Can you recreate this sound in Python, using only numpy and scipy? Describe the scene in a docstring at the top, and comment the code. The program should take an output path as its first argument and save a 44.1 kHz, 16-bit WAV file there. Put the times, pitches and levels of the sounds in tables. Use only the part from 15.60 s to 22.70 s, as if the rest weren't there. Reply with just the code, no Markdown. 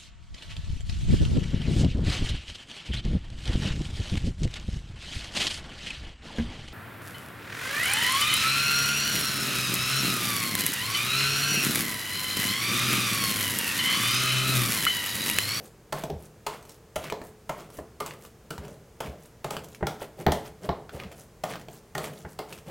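"""A metal masher works boiled sweet potato in a steel pot, about two strokes a second, close to one mic.
Each stroke slaps a lump onto the mash, presses it through the plate with wet crackles and air pops,
then peels off. Here and there, hardest just past midway, the masher scrapes the mash together and
knocks the pot, which thuds on its board. A small, hard kitchen rings over quiet air and a faint hum."""
import sys
import numpy as np
from scipy import signal
from scipy.fft import rfft, irfft, next_fast_len
from scipy.io import wavfile
from scipy.ndimage import uniform_filter1d

SR = 44100
rng = np.random.default_rng(int(sys.argv[2]) if len(sys.argv) > 2 else 0)


def put_to_file(sound):
    """Save the sound as 16-bit audio at rate SR, in the file named by the first command-line argument."""
    columns = np.atleast_2d(sound).T  # one column per channel
    safe = np.clip(columns, -1, 1)
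    whole_steps = np.round(safe * 32767)
    wavfile.write(sys.argv[1], SR, whole_steps.astype(np.int16))


N = 313110
T = np.arange(SR * 2 // 5) / SR  # the life of one hit

# Short sideways scrapes through the mash: t/s, gurgle/dB, crackle/dB, fizz/dB
SCRAPES = [(0.005, -45.5, -68, -60), (0.055, -53, -61, -53.5), (4.424, -57, -47, -50),
           (4.608, -39, -50.5, -53), (4.865, -51.5, -51, -53), (5.048, -38.5, -51.5, -53),
           (5.354, -41, -54, -55), (5.53, -48.5, -59, -70), (6.713, -64, -69, -57.5),
           (7.095, -41.5, -51, -58.5)]
# A lump lands on the mash: t/s, plop level/dB, plop f/Hz, splash level/dB
SLAPS = [(0.324, -27, 1020, -34), (0.8647, -28.5, 945, -32), (1.358, -25.5, 634, -32.5),
         (1.8927, -28, 657, -38), (2.4021, -28, 1166, -35.5), (2.905, -37, 1520, -37),
         (3.4035, -29.5, 914, -36), (3.8434, -28, 770, -36.5), (3.9056, -32, 860, -33),
         (4.2684, -28.5, 800, -30.5), (4.7193, -23.5, 697, -27.5), (5.8363, -24.5, 680, -35),
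         (6.3502, -29.5, 1880, -37.5), (6.3788, -30, 696, -34), (6.7887, -33.5, 750, -38.5)]
# Wet faces mostly close faster as the mash softens: t/s, closing time/s
CLOSING_TIMES = [(0.3, 0.0062), (2.4, 0.0055), (4.3, 0.00313), (6.8, 0.004)]
# The plate presses down: full force t/s, gurgle/dB, crackle/dB, fizz/dB, wait until peel/s, peel/dB
PRESSES = [(0.392, -48, -45.5, -49, .24, -56), (0.945, -50, -49.5, -58.5, .165, -55),
           (1.455, -45, -45, -56, 0.2, -55.5), (2.0, -49.5, -51, -56.5, 0.16, -52.5),
           (2.48, -47.5, -47, -55, .16, -55.5), (3.045, -44, -55.5, -65, 0.073, -61.5),
           (3.46, -42, -49, -59, 0.18, -58.5), (3.943, -41, -48.5, -55, .18, -59.5),
           (5.417, -45, -49.5, -63, .185, -53.5), (5.91, -42, -43.5, -49, 0.23, -54.5),
           (6.452, -43, -43.5, -46.5, 0.14, -55), (6.925, -48, -51, -53, 0.16, -61)]
# The plate knocks the pot: t/s, level/dB, f/Hz, click level/dB (both levels before trim)
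KNOCKS = [(0.437, -25.5, 654, -38.5), (0.501, -26.5, 610, -40.5), (1.523, -23.5, 706, -32),
          (1.6154, -33, 397, -45.5), (2.187, -31, 609, -57), (4.209, -33.5, 382, -57),
          (4.2278, -18.5, 393, -48), (4.418, -30.5, 556, -48), (4.6648, -15, 600, -25.5),
          (4.685, -17, 400, -54), (5.0905, -18, 430, -33.5), (6.084, -37, 676, -43.5),
          (6.65, -33, 680, -55)]
# Large air pockets burst: t/s, level/dB, f/Hz, spray level/dB
POPS = [(0.4372, -40, 3600, -38.5), (1.094, -49, 5570, -46), (1.442, -36, 1040, -42),
        (1.5, -31.5, 2430, -43), (2.462, -36.5, 1180, -36), (2.509, -37.5, 2260, -62),
        (2.65, -45, 1240, -50), (2.9797, -36, 1220, -48), (3.967, -29.5, 1380, -45), (4.044, -45, 900, -44),
        (4.0855, -54, 900, -50.5), (4.1478, -43, 2560, -47), (5.2933, -38.5, 1360, -70),
        (5.4, -34.5, 2300, -52), (5.436, -41, 2840, -60), (5.937, -36, 1900, -60), (5.9563, -35, 1330, -62),
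        (6.442, -34.5, 2240, -39), (6.9265, -37.5, 2720, -44)]
# The pot is pressed onto its board: t/s, level/dB before trim
THUDS = [(0.523, -39), (0.559, -40), (1.36, -43.5), (2.185, -47), (2.984, -39), (3.478, -39), (4.225, -33),
         (4.669, -24), (4.717, -36.5), (5.092, -31), (5.347, -42.5), (5.449, -41), (6.647, -42)]
# Hum of a distant appliance: f/Hz, level/dB
HUM = [(118.4, -63.5), (155, -69.5), (452, -67)]
# Resonances of the open pot: f/Hz, width/Hz, level/dB (halved in use)
POT_MODES = [(610, 51, -5), (860, 70, -6), (1067, 12, 8), (1251, 59, 9.5), (1361, 48, 13), (1814, 54, -3),
             (2100, 89, 6), (2790, 52, -42), (3400, 105, 4), (4660, 720, -13)]
# The masher's steel plate, damped by mash: f/Hz, relative level/dB
PLATE_MODES = [(2900, 0.5), (3280, -7), (4250, 3), (5800, -8), (7560, -8)]
# Standing waves of the kitchen: f/Hz, level/dB
ROOM_MODES = [(76, -16), (155, 8), (308, -26), (430, 10)]
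# Reverb of the kitchen: f/Hz, t60/s
ROOM_DECAY = [(100, 1), (260, 0.49), (700, 0.43), (1840, 0.44), (4850, 0.33), (12800, 0.35)]
# EQ curves, each: f/Hz, relative level/dB
AIR_EQ = [(12, -26), (20, -16), (63, 0.5), (150, -7.5), (216, -3), (293, -14.5), (319, -8), (459, -8.5),
          (642, -14), (1910, -23), (3440, -28.5), (3740, -29.5), (6720, -28), (12800, -35), (16000, -34)]  # low room air
GURGLE_EQ = [(50, -34), (150, 9.5), (260, -1.5), (430, 2.5), (700, -0.5), (1100, -22.5), (2500, -24),
             (8000, -44)]  # thick, flowing mash
SPLASH_EQ = [(300, -31.5), (1000, 4.5), (1800, -8), (3000, 2.5), (3700, -5.5), (4400, -6), (6500, -13.5),
             (10000, -29), (16000, -14)]  # wet midrange bite
HOLLOW_EQ = [(100, -8), (300, -18.5), (450, -12.5), (680, 4), (1250, -14.5), (1800, -12.5), (4000, -44),
             (12000, -104)]  # cupped tone of plops and knocks
BODY_EQ = [(40, -7), (100, -20), (150, 8), (220, -9.5), (320, -4.5), (430, 5), (700, -28.5), (2000, -62.5)]  # low weight of a hit
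SPRAY_EQ = [(1500, -79), (4000, -1), (7500, 3), (10000, -0.5), (15500, -3.5)]  # fine, bright droplets
THUD_EQ = [(20, -46), (45, -15), (75, 0), (120, -14.5), (200, -6.5), (500, -83.5)]  # boom of the board
HISS_EQ = [(100, 7.5), (600, -5.5), (2500, -4), (5000, -4), (15000, -7)]  # mic self-noise

LEAD_S = .12  # run-up to the peak of a swell


def amp(db):
    """Decibels to gain."""
    return 10 ** (np.asarray(db) / 20)


def unit(x):
    """Scale to rms 1."""
    return x / np.sqrt(np.mean(x ** 2) + 1e-20)


def along(points, hz):
    """Read a breakpoint curve on a log frequency axis."""
    f, values = np.transpose(points)
    return np.interp(np.log(hz + 1), np.log(f), values)


def eq(x, curve):
    """Minimum-phase EQ, so attacks have no pre-ring."""
    m = next_fast_len(len(x) + 4096, True)
    gain = amp(along(curve, np.fft.rfftfreq(m, 1 / SR)))
    cepstrum = irfft(np.log(gain), m)
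    cepstrum[1:m // 2] *= 2
    cepstrum[m // 2 + 1:] = 0
    return irfft(rfft(x, m) * np.exp(rfft(cepstrum)), m)[:len(x)]


def add(track, s, x):
    """Mix x into the track from time s."""
    start = round(s * SR)
    x = x[max(-start, 0):]
    part = track[max(start, 0):][:len(x)]
    part += x[:len(part)]


def at_level(x, db, window=256):
    """Set the rms level of the loudest window of samples."""
    return x * amp(db) / np.sqrt(uniform_filter1d(x ** 2, window).max() + 1e-20)


def burst(t60, hold=0):
    """Noise that holds, then dies away."""
    return rng.standard_normal(len(T)) * amp(-60 * np.maximum(T - hold, 0) / t60)


def ring(hz, t60, delay=0):
    """A damped resonance."""
    t = np.maximum(T - delay, 0)
    return np.sin(2 * np.pi * hz * t) * amp(-60 * t / t60)


def room_tone():
    """The bed: quiet air and a distant appliance's hum."""
    t = np.arange(N) / SR
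    hum = sum(amp(db) * unit(np.sin(2 * np.pi * hz * t + rng.uniform(0, 2 * np.pi))) for hz, db in HUM)
    return hum + amp(-54.5) * unit(eq(rng.standard_normal(N), AIR_EQ))


def squeezes():
    """Scrapes nudge the mash; presses force it through the plate, which peels off with a sticky fizz."""
    out = np.zeros(N)
    flow, tearing = swell(rise_s=.035, fall_s=.087), swell(rise_s=.035, fall_s=.039)
    peel, scrape = swell(rise_s=.041), swell(rise_s=.025)
    for s, gurgle_db, crackle_db, fizz_db, wait_s, peel_db in PRESSES:
        add(out, s - LEAD_S, ooze(flow, tearing, gurgle_db, crackle_db, fizz_db))
        lift = ooze(peel, peel, gurgle_db=peel_db - 2, crackle_db=peel_db - 8, fizz_db=peel_db)
        add(out, s + wait_s - LEAD_S, lift)
    for s, gurgle_db, crackle_db, fizz_db in SCRAPES:
        add(out, s - LEAD_S, ooze(scrape, scrape, gurgle_db, crackle_db, fizz_db))
    return out


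def swell(rise_s, fall_s=None):
    """A bell of force peaking at LEAD_S, with an exponential release if a fall is given."""
    t = T - LEAD_S
    bell = np.exp(-(t / rise_s) ** 2)
    return bell if fall_s is None else np.where(t < 0, bell, np.exp(-np.abs(t) / fall_s))


def ooze(flow, tearing, gurgle_db, crackle_db, fizz_db):
    """Mash gurgles as it flows; its tearing films crackle, rush and fizz."""
    gurgle = in_pot(eq(rng.standard_normal(len(T)) * flow, GURGLE_EQ), ring_db=-31)
    crackle = bubbles(tearing, per_s=2400, hz=2160, pitch_spread=0.56, cycles=7, spread_db=8.0)
    # The rush is bubbles too many to tell apart.
    rush = in_pot(eq(rng.standard_normal(len(T)) * tearing, SPLASH_EQ), ring_db=-1)
    fizz = bubbles(tearing, per_s=3500, hz=11600, pitch_spread=0.42, cycles=10.5, spread_db=8.5)
    layers = (gurgle, gurgle_db), (crackle, crackle_db), (rush, crackle_db - 6), (fizz, fizz_db)
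    return echoed(sum(at_level(layer, db, window=1536) for layer, db in layers), early_db=-7)


def in_pot(x, ring_db):
    """Blend in the ring of the open pot; ring_db is the send level."""
    m = next_fast_len(len(x) + 4096, True)
    f = np.fft.rfftfreq(m, 1 / SR)
    modes = sum(amp(db / 2) * 1j * f * width / (hz * hz - f * f + 1j * f * width)
                for hz, width, db in POT_MODES)
    return irfft(rfft(x, m) * (1 + amp(ring_db) * modes), m)[:len(x)]


def bubbles(envelope, per_s, hz, pitch_spread, cycles, spread_db, size=400):
    """Tiny bubbles burst at random under the envelope, each a pitched grain; a few are much louder."""
    onsets = np.flatnonzero((rng.random(len(T)) < per_s / SR) & (envelope > .02))
    pitch = np.minimum(hz * np.exp(pitch_spread * rng.standard_normal((len(onsets), 1))), SR * .45)
    accent_db = spread_db * np.minimum(rng.exponential(size=len(onsets)), 3)
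    strength = envelope[onsets] * amp(accent_db) * rng.choice([-1, 1], len(onsets))
    turns = pitch * np.arange(size) / SR
    grains = strength[:, None] * np.sin(2 * np.pi * turns) * amp(-60 * turns / cycles)
    positions = onsets[:, None] + np.arange(size)
    return np.bincount(positions.ravel(), grains.ravel(), len(T) + size)[:len(T)]


def echoed(x, early_db):
    """Add early reflections from the pot wall and the counter."""
    early = (burst(t60=0.11) * np.minimum(T / 0.0032, 1))[:SR // 5]
    return x + signal.fftconvolve(x, amp(early_db) * early / np.linalg.norm(early))[:len(x)]


def kitchen(x, blur=0.08, size=512):
    """The room stores each band's energy and lets it die as diffuse noise; low standing waves ring on."""
    hz, t, spectrum = signal.stft(x, SR, nperseg=size)
    near = np.exp(-(np.log((hz[:, None] + 1) / (hz + 1)) / blur) ** 2)  # nearby bands share energy
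    fed = (near / near.sum(axis=0)) @ np.abs(spectrum) ** 2
    kept = amp(-60 * t[1] / along(ROOM_DECAY, hz)) ** 2  # share of energy left after one frame
    stored = np.array([signal.lfilter([0, 0, 1 - k], [1, -k], band) for k, band in zip(kept, fed)])
    noise = signal.stft(rng.standard_normal(N), nperseg=size)[2]
    tail = signal.istft(noise * np.sqrt(stored / np.mean(np.abs(noise) ** 2)), nperseg=size)[1][:N]
    modes = [(ring(f, t60=1.0), db) for f, db in ROOM_MODES]
    standing = sum(amp(db) * mode / np.abs(mode).sum() for mode, db in modes)
    return eq(tail, [(40, -10.0), (130, -1.5)]) + signal.fftconvolve(x, standing)[:N]


def slaps():
    """Wet faces close in a few milliseconds of spatter; the trapped air then plops out."""
    out = np.zeros(N)
    wet_attack = np.minimum(T / 0.00088 + 0.12, 1)  # the first drops come before the rest
    for s, db, hz, splash_db in SLAPS:
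        closing = np.interp(s, *np.transpose(CLOSING_TIMES))
        attack = np.minimum(T / closing + 0.4, 1)
        note = ring(hz, t60=0.037, delay=0.737 * closing)
        hollow = eq(attack * spatter(closing, t60=0.025, fizzle_db=-0.5), HOLLOW_EQ)
        plop = in_pot(at_level(note, -1) + at_level(hollow, -0.28), ring_db=8)
        thump = eq(attack * burst(t60=0.11, hold=closing), BODY_EQ)
        splash = eq(wet_attack * spatter(closing, t60=0.013, fizzle_db=-16.5), SPLASH_EQ)
        spray = eq(wet_attack * spatter(closing, t60=0.02, fizzle_db=-18), SPRAY_EQ)
        hit = at_level(plop, db) + at_level(thump, -36)
        hit += at_level(in_pot(splash, ring_db=-0.5), splash_db)
        hit += at_level(spray, splash_db - 3) + plate_ring(splash_db)
        add(out, s, echoed(hit, early_db=-7.5))
    return out


def spatter(closing, t60, fizzle_db):
    """Noise while two wet faces close, then a weaker fizzle as the contact spreads."""
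    return burst(t60, hold=closing) + amp(fizzle_db) * burst(t60=0.11)


def plate_ring(contact_db):
    """The steel plate pings under the contact that excites it, favouring other modes each time."""
    scatter = rng.standard_normal((len(PLATE_MODES), 2))
    modes = sum(amp(db + 3 * louder) * ring(hz * (1 + .015 * detune), t60=0.022)
                for (hz, db), (louder, detune) in zip(PLATE_MODES, scatter))
    return at_level(modes, contact_db - 10)


def knocks(cushion_s=.0022, click_lag_s=.0012):
    """The plate pushes the pot through a cushion of mash, then strikes: a dull note and a click."""
    out = np.zeros(N)
    attack = np.minimum(T / 0.0023 + 0.42, 1)
    for s, db, hz, click_db in KNOCKS:
        hollow = eq(snap(t60=0.036, scatter_db=1.5), HOLLOW_EQ)
        note = at_level(ring(hz, t60=0.027), -0.4) + at_level(hollow, 0.28)
        strike = at_level(in_pot(note * attack, ring_db=-8.5), db - 3.5)
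        click = at_level(eq(snap(t60=0.005, scatter_db=14), SPLASH_EQ), click_db + .5)
        click += plate_ring(click_db)
        push = at_level(eq(snap(t60=0.048, scatter_db=6.5), BODY_EQ), db - 7)
        add(out, s, echoed(strike, early_db=-4.5))
        add(out, s + click_lag_s, echoed(click, early_db=-10))  # the mash gives way: steel on steel
        add(out, s - cushion_s, echoed(push, early_db=-1.5))
    return out


def snap(t60, scatter_db):
    """One sharp transient with a short scatter behind it."""
    scatter = burst(t60)
    return (T == 0) + amp(scatter_db) * scatter / np.linalg.norm(scatter)


def pops():
    """Air pockets burst with a short note and a fine spray."""
    out = np.zeros(N)
    for s, db, hz, spray_db in list(POPS) + small_pops():
        crack = eq(snap(t60=0.016, scatter_db=31.0), SPLASH_EQ)
        note = at_level(ring(hz, t60=0.0043), 2.0) + at_level(crack, -0.94)
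        spray = eq(burst(t60=0.024), SPRAY_EQ)
        add(out, s, echoed(at_level(note, db) + at_level(spray, spray_db), early_db=-4))
    return out


def small_pops(per_press=2, span_s=.11, db=-49, centre_hz=1600, spray_db=-52):
    """Cues for the small air pockets each press frees, at random times and pitches."""
    chance = rng.random((len(PRESSES), per_press, 2))
    return [(press[0] + span_s * late, db, centre_hz * 2 ** (2 * high - 1), spray_db)
            for press, draws in zip(PRESSES, chance) for late, high in draws]


def thuds():
    """The board under the pot gives a low, short boom."""
    out = np.zeros(N)
    for s, db in THUDS:
        push = snap(t60=0.12, scatter_db=5.5) + amp(-8) * snap(t60=0.19, scatter_db=8)
        add(out, s, at_level(eq(push, THUD_EQ), db + 3.5))
    return out


def scene():
    """A centred mono mix; slaps, knocks, pops and squeezes feed the reverb, the thuds stay dry."""
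    slap, knock, pop, squeeze = slaps(), knocks(), pops(), squeezes()
    reverb = kitchen(amp(-4.5) * slap + amp(-5.0) * knock + amp(-11.0) * pop + amp(-9.5) * squeeze)
    mono = slap + knock + pop + squeeze + thuds() + reverb + room_tone()
    return np.array([mono, mono])


def record(dry):
    """Each channel gains its own faint hiss, then a brick-wall cut at 16 kHz."""
    hiss = np.array([unit(eq(rng.standard_normal(N), HISS_EQ)) for _ in dry])
    m = next_fast_len(N + 4096)
    passband = np.fft.rfftfreq(m, 1 / SR) < 16000
    return irfft(rfft(dry + amp(-71.5) * hiss, m) * passband, m)[:, :N]


dry = scene()
out = record(dry)
put_to_file(out)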